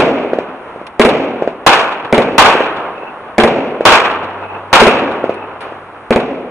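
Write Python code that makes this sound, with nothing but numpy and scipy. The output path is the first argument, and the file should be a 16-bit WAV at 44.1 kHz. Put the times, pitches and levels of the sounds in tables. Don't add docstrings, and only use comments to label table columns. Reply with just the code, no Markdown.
import sys
import numpy as np
from scipy import signal
from scipy.fft import rfft, irfft
from scipy.io import wavfile

SR = 44100
rng = np.random.default_rng(int(sys.argv[2]) if len(sys.argv) > 2 else 0)


def int16_out(signal):
    q = np.round(np.clip(np.atleast_2d(signal).T, -1, 1) * 32767)
    wavfile.write(sys.argv[1], SR, q.astype(np.int16))


N = 286650
SIZE = 2 ** 17
T = np.arange(SIZE) / SR
HZ = np.maximum(np.fft.rfftfreq(SIZE, 1 / SR), 1)
WALL_S, HOUSE_S, OVERHEAD_ECHO_S = 0.0535, 0.4273, 0.066


def undb(db):
    return 10 ** (np.asarray(db) / 20)


def at(hz, points):
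    table_hz, values = np.transpose(points)
    return np.interp(np.log(hz), np.log(np.maximum(table_hz, 1)), values)


def add(out, start_s, sound):
    i = int(round(start_s * SR))
    first, last = max(i, 0), min(i + sound.shape[-1], out.shape[-1])
    if last > first:
        out[..., first:last] += sound[..., first - i:last - i]


def walk(rate_hz, size):
    steps = np.arange(size) * rate_hz / SR
    return np.interp(steps, np.arange(SIZE // 32), rng.standard_normal(SIZE // 32))


def fade(t60, size=SIZE):
    return np.exp(-np.log(1000) * T[:size] / max(t60, 1e-3))


def strike(t60, rise_s, size):
    return fade(t60, size) * (1 - np.exp(-T[:size] / rise_s))


def pulse(points):
    cepstrum = irfft(np.log(undb(at(HZ, points))))
    cepstrum[1:SIZE // 2] *= 2
    cepstrum[SIZE // 2:] = 0
    x = irfft(np.exp(rfft(cepstrum)))[:SIZE // 8]
    return x / np.abs(x).max()


# (frequency [Hz], side minus mid [dB])
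PORT_WIDTH = [(60, -32), (150, -27.5), (360, -18), (870, -14.5), (1350, -8), (2100, -7.5), (3200, 3.5),
              (5000, 7), (8000, -29.5)]


def diffuse(points, size, tilt_db=0, grain_db=0, pivot_hz=600):
    hz = np.maximum(np.fft.rfftfreq(size, 1 / SR), 1)
    sizes = undb(grain_db * np.minimum(rng.standard_normal(size), np.pi))
    mid, side = rfft(sizes * rng.standard_normal((2, size)))
    width = undb(at(hz, PORT_WIDTH))
    tilt = tilt_db * np.log2(hz / pivot_hz)
    gain = undb(at(hz, points) + tilt) / np.hypot(1, width)
    x = irfft(gain * np.array([mid + width * side, mid - width * side]), size)
    return x / x.std()


ENGINE_START_S, ENGINE_SWELL_S, ENGINE_REV_S = 4.0, 0.095, 0.192
ENGINE_LOW_HZ, ENGINE_CRUISE_HZ = 87.8, 97.7
ENGINE_DB, ENGINE_FADE_DB_PER_S = -38.5, 6


def engine(waver_db=1.5):
    t = np.maximum(np.arange(N) / SR - ENGINE_START_S, 0)
    hz = ENGINE_CRUISE_HZ + (ENGINE_LOW_HZ - ENGINE_CRUISE_HZ) * np.exp(-t / ENGINE_REV_S)
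    level_db = ENGINE_DB - ENGINE_FADE_DB_PER_S * t + waver_db * walk(12, N)
    gain = (1 - np.exp(-t / ENGINE_SWELL_S)) * undb(level_db)
    return np.sqrt(2) * gain * np.sin(2 * np.pi * np.cumsum(hz) / SR)


# (frequency [Hz], relative level [dB])
NIGHT_AIR = [(25, -8), (60, -1.5), (150, 2), (500, 0), (1100, 7), (2600, -8.5), (4200, -24), (7000, -35.5),
             (10700, -30.5), (11400, -74)]


def background():
    air_gain = undb(-36 + 1.4 * walk(5.6, N))
    return engine() + air_gain * diffuse(NIGHT_AIR, N)


# (frequency [Hz], relative level [dB])
FAR_ROLL = [(40, -44), (150, -10), (400, 3), (950, 4.5), (1400, 0), (2000, -11.5), (2700, -11),
            (4000, -27.5), (8000, -60)]


def roll(shots, level_db, t60, rise_s):
    power = np.zeros(N)
    for shot_s, _, tail_db, _ in shots:
        envelope = undb(level_db + tail_db) * strike(t60, rise_s, SIZE)
        add(power, shot_s, envelope ** 2)
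    lumps = undb(1.8 * walk(25, N))
    return np.sqrt(power) * diffuse(FAR_ROLL, N, grain_db=5.5) * lumps


# (frequency [Hz], relative level [dB])
POP_SNAP = [(300, -36), (1500, 5), (2500, 6), (4000, 0.5), (7000, -20), (10600, -12), (11500, -48)]
# (time [s], snap level [dB], snap t60 [s], scattered sound level [dB])
POWDER_POPS = [(0.8673, -25, 0.042, -57), (5.341, -36, .06, -49), (5.606, -32, 0.17, -23.5)]


def pops():
    out, size = np.zeros((2, N)), SIZE // 4
    for pop_s, snap_db, t60, tail_db in POWDER_POPS:
        snap = diffuse(POP_SNAP, size) * strike(t60, 0.00044, size)
        add(out, pop_s, undb(snap_db) * snap)
        wash = diffuse(FAR_ROLL, size, tilt_db=2.5) * strike(0.7, 0.008, size)
        add(out, pop_s + 0.00201, undb(tail_db) * wash)
    return out


def scatter(points, t60s, tilt_db, grain_db, patchy_db, lumpy_db, rise_s):
    size = SIZE // 2
    spectrum, hz = rfft(diffuse(points, size, tilt_db, grain_db)), HZ[::2]
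    centres = [f for f, _ in t60s]
    out = 0
    for share, (_, t60) in zip(np.eye(len(t60s)), t60s):
        band = irfft(spectrum * at(hz, np.c_[centres, share]))
        out = out + band * strike(t60, rise_s, size) * undb(lumpy_db * walk(37.3, size))
    return out * undb(patchy_db * walk(159.1, size))


# (frequency [Hz], relative level [dB])
SHELL_CRACK = [(30, -27), (150, -7), (400, -0.5), (900, 8), (1500, 2.5), (2000, -3.5), (2600, -2.5),
               (3600, -4), (6000, -26.5), (10600, -34), (11600, -62)]


def slaps(table, tilt_db, patchy_db, air_db=6):
    out, size = np.zeros((2, SIZE)), SIZE // 8
    for delay, db, t60 in table:
        shower = diffuse(SHELL_CRACK, size, tilt_db - air_db * delay) * undb(patchy_db * walk(348, size))
        add(out, delay, undb(db) * shower * strike(t60, 0.0013, size))
    return out


# (frequency [Hz], relative level [dB])
GARDEN_BOOM = [(30, -28.5), (130, -15), (190, -9), (238, -2), (295, -4.5), (440, -0.5), (650, -2),
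               (1000, -10), (1900, -19.5), (2500, -16.5), (3900, -31.5), (10400, -59.5), (11600, -69)]
# (frequency [Hz], t60 [s])
GARDEN_T60 = [(60, 0.93), (250, 1.54), (500, 1.4), (1200, 0.82), (2500, 1.146), (5000, 0.75), (10000, 0.56)]


def lift_tail(tilt_db):
    return scatter(GARDEN_BOOM, GARDEN_T60, tilt_db, grain_db=4, patchy_db=1.9, lumpy_db=1.0, rise_s=0.016)


def knock(hz, width_s, front_db, lead_s):
    t = T[:SIZE // 64] - lead_s
    body = -np.sin(2 * np.pi * hz * t) * np.exp(-(t / width_s) ** 2)
    front = diffuse(SHELL_CRACK, len(t)) * np.exp(-(2 * t / width_s) ** 2)
    return body + undb(front_db) * front


HOUSE_DB, HOUSE_LOSS_DB = 4, 18.5


def far_house(shot_s, count=2):
    out, size = np.zeros((2, N)), SIZE // 8
    lead_s = 0.006
    for trip in range(count):
        db = HOUSE_DB - trip * HOUSE_LOSS_DB
        for wall_s in (0, WALL_S):
            arrival = shot_s + (trip + 1) * HOUSE_S + wall_s
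            dull_knock = knock(hz=510, width_s=0.0012, front_db=-20, lead_s=lead_s)
            add(out, arrival - lead_s, undb(db) * dull_knock)
            wash = diffuse(GARDEN_BOOM, size) * strike(0.22, 0.0016, size)
            add(out, arrival, undb(db - 22.5) * wash)
    return out


# (delay [s], starting pitch [Hz], rise [Hz/s], fundamental [dB], octave [dB], t60 [s])
FENCE_ROWS = [(.05, 199.8, 1546, -17, 1.5, 0.18), (.205, 249.6, 660, -15.5, -21, 0.39)]


def fences(patchy_db=4.5):
    out, size = np.zeros(SIZE // 4), SIZE // 16
    for delay, hz, rise, low_db, octave_db, t60 in FENCE_ROWS:
        phase = 2 * np.pi * np.cumsum(hz + rise * T[:size]) / SR
        tone = undb(low_db) * np.sin(phase) + undb(octave_db) * np.sin(2 * phase)
        patches = undb(patchy_db * walk(90, size))
        soft_end = np.minimum(np.linspace(10, 0, size), 1)
        add(out, delay, tone * strike(t60, 0.006, size) * patches * soft_end)
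    return out


ROOF_SPAN_S, ROOF_DB, ROOF_FALL_DB_PER_S, ROOF_SPREAD_DB = 0.42, -1, 54, 2.5
# (frequency [Hz], relative level [dB])
ROOF_COLOUR = [(100, -37), (500, -7), (1100, 4), (2600, 3), (4200, -16), (6500, -26.5), (10500, -39),
               (11600, -64)]


def roofs(lag_s=0.00016, count=44):
    out, crack = np.zeros((2, SIZE // 2)), pulse(ROOF_COLOUR)
    for place, side, roof_size in rng.uniform(-1, 1, (count, 3)):
        delay = OVERHEAD_ECHO_S + ROOF_SPAN_S * place ** 2
        echo_db = ROOF_DB - ROOF_FALL_DB_PER_S * delay + ROOF_SPREAD_DB * roof_size
        echo = undb(echo_db) * crack
        add(out[0], delay + lag_s * side, echo)
        add(out[1], delay - lag_s * side, echo)
    return out


RINGING_S, RINGING_WIDTH_S, RINGING_HZ, RINGING_STEP_HZ = 0.595, 0.023, 850, 8.4


def ringing(third_db=-1, count=3):
    out, size = np.zeros((2, SIZE // 2)), SIZE // 2
    waver_hz, rough_db = 34, 4
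    for k in range(count):
        swell = np.exp(-((T[:size] - RINGING_S - k * WALL_S) / RINGING_WIDTH_S) ** 2)
        for port in out:
            hz = RINGING_HZ + k * RINGING_STEP_HZ + waver_hz * walk(600, size)
            phase = 2 * np.pi * np.cumsum(hz) / SR
            tone = np.sin(phase) + undb(third_db) * np.sin(3 * phase)
            port += swell * undb(rough_db * walk(120, size)) * tone
    return out


# (frequency [Hz], relative level [dB])
OVERHEAD_SCATTER = [(30, -36), (130, -23), (230, -12.5), (440, -0.5), (1050, 2), (1550, -2), (2050, -7.5),
                    (2600, -2.5), (3900, -13), (6500, -24), (10400, -33.5), (11600, -53)]
# (frequency [Hz], t60 [s])
OVERHEAD_T60 = [(60, 0.88), (250, 1.19), (500, 0.88), (1200, 0.89), (2500, 0.78), (5000, 0.44),
                (10000, 0.38)]
# (delay [s], relative level [dB], t60 [s])
OVERHEAD_SLAPS = [(0, 5.5, 0.24), (.066, -2.5, 0.21), (.255, -13, 0.08), (.382, -18, 0.097)]
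# (time [s], relative blast [dB], relative scattered sound [dB], brightness [dB/octave])
SHELL_BURSTS = [(1.6643, 1, -2.5, 0), (2.3809, 1, 0.53, 0.03), (3.8530, 2, 0.6, 0.2),
                (4.7292, -1, -0.7, 0.45)]


def bursts(blast_peak_db=13, wall_db=-3, ringing_db=-33):
    out, blast = np.zeros((2, N)), pulse(SHELL_CRACK)
    for burst_s, blast_db, tail_db, tilt_db in SHELL_BURSTS:
        add(out, burst_s, undb(blast_db + blast_peak_db) * blast)
        add(out, burst_s, undb(tail_db) * slaps(OVERHEAD_SLAPS, tilt_db, patchy_db=3.5))
        for delay, db in ((0, 0), (OVERHEAD_ECHO_S, wall_db)):
            tail = scatter(OVERHEAD_SCATTER, OVERHEAD_T60, tilt_db, grain_db=6.0, patchy_db=2.5,
                           lumpy_db=2.0, rise_s=0.0016)
            add(out, burst_s + delay, undb(tail_db + db - 3.5) * tail)
        late_echoes = roofs() + undb(ringing_db) * ringing()
        add(out, burst_s, undb(tail_db) * late_echoes)
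    return out + roll(SHELL_BURSTS, level_db=-14.5, t60=3.02, rise_s=0.23)


# (frequency [Hz], relative level [dB])
LIFT_THUMP = [(30, -58), (100, -6.5), (250, -1.5), (480, 10), (700, 5), (1100, -6.5), (2400, -7),
              (4000, -37.5), (10500, -37), (12000, -99.5)]
# (frequency [Hz], level relative to the blast [dB], t60 [s])
TUBE_RING = [(60.6, -37, 0.12), (235, -13.5, 0.12), (358.4, -16.5, 0.15), (429, -11.5, 0.11),
             (537, -19.5, 0.054)]
# (delay [s], relative level [dB], t60 [s])
GROUND_SLAPS = [(.017, -3.5, 0.12), (.053, -8, .09), (.093, -8, 0.069)]
# (time [s], relative blast [dB], relative scattered sound [dB], brightness [dB/octave])
LIFT_CHARGES = [(-.0928, 5, 1.5, 2), (0.9961, 0, -0.5, 2), (2.1264, -2, -3.5, 1), (3.3818, 0, -1, 1.4),
                (4.8149, 0, -2, 2), (6.107, -3.5, -6.5, 0)]


def lifts(blast_db=14.0, gas_db=-14, wall_db=-2, alike=0.5):
    out, blast = np.zeros((2, N)), pulse(LIFT_THUMP)
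    size = len(blast)
    ring = np.zeros(size)
    for hz, db, t60 in TUBE_RING:
        ring += undb(db) * strike(t60, 0.00033, size) * np.sin(2 * np.pi * hz * T[:size])
    common = lift_tail(0)
    for lift_s, charge_db, tail_db, tilt_db in LIFT_CHARGES:
        gas = undb(gas_db) * diffuse(LIFT_THUMP, size, tilt_db) * strike(0.13, 0.00045, size)
        thump = undb(blast_db + charge_db) * (blast + ring + gas)
        add(out, lift_s, thump)
        add(out, lift_s + WALL_S, undb(wall_db) * thump)
        add(out, lift_s, undb(tail_db) * slaps(GROUND_SLAPS, tilt_db, patchy_db=-1.0))
        tail = np.sqrt(alike) * common + np.sqrt(1 - alike) * lift_tail(tilt_db)
        add(out, lift_s + 0.03, undb(tail_db - 6.0) * tail)
        add(out, lift_s, undb(tail_db) * fences())
        out += far_house(lift_s)
    return out + roll(LIFT_CHARGES, level_db=-27.5, t60=8.2, rise_s=0.025)


def scene():
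    return lifts() + bursts() + pops() + background()


def record(dry, knee=5.7):
    top_hz = 15800
    clipped = dry / (1 + np.abs(dry) ** knee) ** (1 / knee)
    lowpass = signal.ellip(8, 0.01, 60, top_hz, fs=SR, output="sos")
    return np.clip(signal.sosfiltfilt(lowpass, clipped), -1, 1)


dry = scene()
out = record(dry)
int16_out(out)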